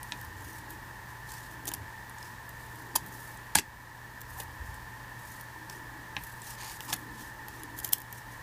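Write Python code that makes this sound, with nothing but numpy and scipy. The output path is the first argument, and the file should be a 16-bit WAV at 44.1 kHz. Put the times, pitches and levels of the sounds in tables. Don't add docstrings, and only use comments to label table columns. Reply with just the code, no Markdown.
import sys
import numpy as np
from scipy import signal
from scipy.fft import rfft, irfft, next_fast_len
from scipy.io import wavfile

SR = 44100
rng = np.random.default_rng(int(sys.argv[2]) if len(sys.argv) > 2 else 0)


def wav_out(sig):
    wavfile.write(sys.argv[1], SR, np.round(np.clip(np.atleast_2d(sig).T, -1, 1) * 32767).astype(np.int16))


N = 371322
TIME = np.arange(N) / SR

# frequency in Hz, relative spectral level in dB.
ROOM_SPECTRUM = [(20, -16), (35, -7), (52, 1.5), (80, -3), (150, -5.5), (235, -11), (310, -10), (400, -14),
                 (720, -14.5), (1350, -13), (2500, -21), (5000, -25), (10000, -28), (15000, -26.5)]
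# centre in Hz, nominal width in Hz, relative level in dB.
WHIRR_PEAKS = [(882.5, 108, -0.5), (999, 159, -3), (1591, 60, -5), (1762, 150, 1.5), (1875, 118, -3.5),
               (2270, 43, -13.5)]
# start in seconds, length in seconds,
# level in dB, pitch in Hz.
HAND_BRUSHES = [(0.154, 0.57, -49.5, 81), (0.097, 0.9, -58, 300), (1.45, 0.47, -55.5, 302),
                (1.667, 0.033, -44.5, 327), (1.7, 0.17, -46, 91), (2.7, 0.59, -54, 298),
                (2.98, .14, -52, 166), (3.546, 0.061, -40, 78), (4.201, .4, -52.5, 79.3),
                (4.559, 0.2, -42, 62.4), (5.401, 0.77, -58, 300), (6.8, 0.53, -50.5, 262),
                (7.351, 0.74, -54.5, 305)]
# start in seconds, length in seconds,
# level in dB, brightness in Hz.
THREAD_PULLS = [(0, 0.3, -56.5, 9500), (0.355, 0.28, -52, 9500), (0.69, 0.07, -52, 11000),
                (1.067, 0.074, -59, 10000), (1.246, .24, -50.5, 6800), (1.482, .07, -56, 9000),
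                (2.171, 0.19, -56.5, 6540), (2.483, 0.45, -58.5, 11500), (3.002, 0.38, -52, 12600),
                (4.273, 0.18, -51.5, 14500), (4.62, 0.17, -59, 9000), (5.174, 0.28, -52.5, 10400),
                (5.689, 0.1, -53.5, 7000), (6.147, 0.29, -53, 13000), (6.415, .15, -46, 7500),
                (6.64, 0.16, -48.5, 8500), (6.813, 0.063, -46.5, 11500), (6.94, 0.11, -55, 13000),
                (7.124, 0.19, -52, 7140), (7.457, 0.2, -56.5, 7000), (7.765, .04, -44, 13500),
                (7.937, 0.085, -56, 13500), (8.096, 0.13, -54, 7750), (8.29, 0.095, -57, 10000)]
# start in seconds, length in seconds, level in dB,
# brightness in Hz, level of the table's hollow note in dB, its pitch in Hz.
EDGE_SCRAPES = [(1.669, 0.026, -32, 9800, -44, 840), (2.953, 0.013, -24, 10900, -28, 894),
                (3.55, 0.013, -21.5, 4130, -31.5, 1440), (3.561, .026, -25.5, 4500, -43, 800),
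                (3.589, 0.011, -27, 6950, -34.5, 297), (4.366, 0.077, -46.5, 13500, -48.5, 850),
                (4.398, 0.014, -36.5, 13400, -45.5, 540), (6.567, 0.18, -45, 4100, -51, 910),
                (6.872, 0.061, -42.5, 5900, -44, 950), (6.924, .013, -29.5, 7540, -35.5, 670),
                (6.933, 0.011, -27, 13300, -37, 1070), (7.826, 0.049, -40.5, 13350, -52, 920),
                (7.922, 0.014, -29.5, 13500, -45, 905)]
# start in seconds, level in dB, pitch in Hz.
FIBRE_TICKS = [(.212, -40.5, 12500), (.248, -44, 13000), (0.705, -39, 12000), (1.318, -39.5, 7500),
               (1.654, -36, 11000), (1.747, -38, 11500), (2.095, -44, 11000), (2.183, -46, 7000),
               (2.227, -42, 5130), (2.491, -41, 13500), (3.062, -43.5, 13000), (3.372, -46, 8450),
               (4.206, -45, 14000), (4.2145, -37, 13600), (5.41, -40.5, 13500), (6.2363, -37, 13000),
               (6.268, -43, 12000), (6.9625, -39, 11500), (7.633, -37, 10800), (7.788, -32.5, 12500),
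               (7.8, -36, 11000), (7.8756, -37, 12000), (7.889, -34, 13000), (7.982, -37, 13000),
               (8.0016, -40, 13800), (8.0167, -39, 13400), (8.126, -35, 12330)]
# frequency in Hz, level relative to the knock
# in dB, time to fade by 60 dB in seconds.
TABLE_RESONANCES = [(75.5, -38, 0.22), (189.4, -5, 0.12), (237, -10, 0.16), (294, -9, 0.17),
                    (882, 8.5, 0.035), (976, -1, 0.071), (1040, -15, 0.045), (1722, 7, 0.043),
                    (2030, -7, 0.075), (2570, -7, 0.08), (3360, -3, 0.027), (3500, -48, 0.03)]
# start in seconds, level in dB, contact time in milliseconds,
# brightness in Hz, ring of the strip in Hz, knock passed to the table in dB.
STRIP_SNAPS = [ (0.1209, -23.5, 0.33, 2670, 2430, -40.5), (1.7161, -33, 0.68, 9000, 2970, -45),
               (1.7367, -28, 1.64, 11300, 11300, -44), (2.957, -21.5, 0.88, 8000, 4800, -41),
               (2.9591, -20.5, 2.2, 9000, 10800, -39), (3.5547, -8, 0.72, 6700, 8200, -21),
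               (3.5855, -16, 1.16, 4700, 2700, -34), (4.401, -44, 3.1, 3500, 2980, -43),
               (5.697, -37.5, 1.14, 7000, 5230, -51), (6.1665, -22, 0.36, 1530, 2050, -38),
               (6.8062, -29.5, 0.31, 6960, 2800, -49), (6.9281, -26.5, 1.4, 4020, 3300, -34.5),
               (7.483, -36.5, 0.83, 10930, 13200, -47.5), (7.846, -23.5, 1.1, 11400, 12900, -47),
               (7.9324, -10.5, 0.83, 11800, 12800, -50)]

THREAD_HZ, MID_BRIGHTNESS_HZ, TENSION_EXPONENT = 2940, 8120, 0.38


def undb(db):
    return 10 ** (np.asarray(db) / 20)


def level(x, db):
    return x * undb(db) / np.sqrt(np.mean(x ** 2))


def add(track, start_s, sound):
    start = max(int(start_s * SR), 0)
    part = sound[:max(N - start, 0)]
    track[start:start + len(part)] += part


def band(f, hz, width):
    return 1j * f * width / (hz ** 2 - f ** 2 + 1j * f * width)


def resonate(x, hz, width):
    size = next_fast_len(len(x) + 2048)
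    return irfft(rfft(x, size) * band(np.fft.rfftfreq(size, 1 / SR), hz, width), size)[:len(x)]


def soften(x, hz, breadth, skirt=4):
    return resonate(resonate(x, hz, hz * breadth), hz, hz * skirt)


def background(room_db=-49.5, whirr_db=-48, hum_hz=118.6, hum_db=-53.5):
    size = next_fast_len(N)
    f = np.fft.rfftfreq(size, 1 / SR)
    curve_hz, curve_db = np.transpose(ROOM_SPECTRUM)
    colour = undb(np.interp(np.log(f + 1), np.log(curve_hz), curve_db))
    peaks = [undb(db) * np.abs(band(f, hz, width)) ** 2 for hz, width, db in WHIRR_PEAKS]
    whirr_colour = np.linalg.norm(peaks, axis=0)
    room = irfft(rfft(rng.standard_normal(size)) * colour, size)[:N]
    whirr = irfft(rfft(rng.standard_normal(size)) * whirr_colour, size)[:N]
    hum = np.sin(2 * np.pi * hum_hz * TIME)
    return level(room, room_db) + level(whirr, whirr_db) + level(hum, hum_db)


def reflections(x, wet_db=-16, t60=0.12, damp_hz=7000, predelay_s=0.003):
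    t = TIME[:SR // 3]
    tail = rng.standard_normal(len(t)) * np.exp(-np.log(1000) * t / t60) * (t > predelay_s)
    tail = signal.lfilter(*signal.butter(1, damp_hz, fs=SR), tail)
    return undb(wet_db) * signal.fftconvolve(x, tail / np.linalg.norm(tail))[:N]


def swell(length, taper):
    return np.sin(np.linspace(0, np.pi, int(length * SR))).clip(0) ** taper


def rub(length, db, hz, breadth):
    pressure = swell(length, taper=0.79)
    noise = rng.standard_normal(SR)[:len(pressure)]
    return pressure * level(soften(noise, hz, breadth, skirt=breadth), db)


def hand_brushes():
    out = np.zeros(N)
    for start, length, db, hz in HAND_BRUSHES:
        add(out, start, rub(length, db, hz, breadth=0.41))
    return out


def taut_thread(x, hz, glide_per_s, reflection, passes=4):
    i = np.arange(len(x))
    period = SR / (hz * np.exp(glide_per_s * (i - len(x) / 2) / SR))
    return sum(reflection ** k * np.interp(i - k * period, i, x, left=0) for k in range(passes))


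def friction(length, db, hz, grain_db, catch_db, breadth, echo_db, catch_hz=130, glide_per_s=4.8):
    speed = swell(length, taper=0.57)
    slip, grain_size, twist = rng.standard_normal((3, SR // 2))[:, :len(speed)]
    catches = np.interp(TIME[:len(slip)] * catch_hz, np.arange(len(slip)), twist)
    grains = slip * undb(grain_db * grain_size + catch_db * catches)
    thread_hz = THREAD_HZ * (hz / MID_BRIGHTNESS_HZ) ** TENSION_EXPONENT
    rasp = taut_thread(grains, thread_hz, glide_per_s * rng.standard_normal(), undb(echo_db))
    return speed[:len(slip)] * level(soften(rasp, hz, breadth), db)


def thread_slides():
    out = np.zeros(N)
    for start, length, db, hz in THREAD_PULLS:
        add(out, start, friction(length, db, hz, grain_db=3.5, catch_db=3.5, breadth=1.9, echo_db=-11.5))
    return out


def edge_scrapes():
    out = np.zeros(N)
    for start, length, db, hz, hollow_db, hollow_hz in EDGE_SCRAPES:
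        rasp = friction(length, db, hz, grain_db=9.5, catch_db=1.0, breadth=1.87, echo_db=-10)
        hollow = rub(length, hollow_db, hollow_hz, breadth=0.39)
        add(out, start, rasp + hollow)
    return out


def contact(contact_ms, flutter_db=-22, flutter_s=0.0099):
    t = TIME[:SR // 16]
    age = t * 1000 / contact_ms
    return age * np.exp(1 - age) + undb(flutter_db) * np.exp(-t / flutter_s)


def crack(force, db, hz, ring_hz, breadth, ring_db, ring_breadth):
    push = rng.standard_normal(len(force)) * force
    body = level(soften(push, hz, breadth), 0)
    ring = level(resonate(push, ring_hz, ring_hz * ring_breadth), ring_db)
    edge = level(resonate(push, hz=3400, width=350), db=-16)
    cushion = signal.butter(3, min(2.6 * hz, SR / 2 - 1000), fs=SR, output="sos")
    sound = signal.sosfilt(cushion, body + ring + edge)
    return level(sound, db) * np.sqrt(np.mean(force ** 2))


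def fibre_ticks(strays_per_s=4.4, stray_spread_db=7):
    out, force = np.zeros(N), contact(contact_ms=1.15)
    strays = [(start + length * rng.random(), db + stray_spread_db * rng.standard_normal(), hz)
              for start, length, db, hz in THREAD_PULLS
              for _ in range(round(strays_per_s * length))]
    for start, db, hz in FIBRE_TICKS + strays:
        add(out, start, crack(force, db, hz, ring_hz=hz, breadth=3.8, ring_db=0, ring_breadth=0.099))
    return out


def strip_snaps(detune_spread=0.035):
    out, t = np.zeros(N), TIME[:SR // 6]
    for start, db, contact_ms, hz, ring_hz, knock_db in STRIP_SNAPS:
        force = contact(contact_ms)
        add(out, start, crack(force, db, hz, ring_hz, breadth=2.8, ring_db=-3, ring_breadth=0.13))
        attack = 1 - np.exp(-t * 1000 / contact_ms)
        for mode_hz, mode_db, t60 in TABLE_RESONANCES:
            detune, accent_db = rng.standard_normal(2)
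            tone = np.cos(2 * np.pi * mode_hz * (1 + detune_spread * detune) * t)
            decay = np.exp(-np.log(1000) * t / t60)
            add(out, start, undb(knock_db + mode_db + accent_db) * tone * attack * decay)
    return out


def scene():
    bed = background()
    hands = strip_snaps() + edge_scrapes() + thread_slides() + hand_brushes() + fibre_ticks()
    return (hands + reflections(hands) + bed)[None]


def gain_control(x, threshold_db=-24, share=0.63, recovery_db_per_s=5.0, detector_hz=8):
    power = signal.lfilter(*signal.butter(1, detector_hz, fs=SR), x ** 2)
    duck_db = share * np.maximum(10 * np.log10(power + 1e-12) - threshold_db, 0)
    recovery_db = recovery_db_per_s * TIME
    return x * undb(recovery_db - np.maximum.accumulate(duck_db + recovery_db, axis=-1))


def record(dry):
    ceiling, top_hz = 0.95, 15300
    rounded = ceiling * np.tanh(gain_control(dry) / ceiling)
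    lowpass = signal.ellip(10, 0.2, 70, top_hz, fs=SR, output="sos")
    return signal.sosfilt(lowpass, rounded)


dry = scene()
out = record(dry)
wav_out(out)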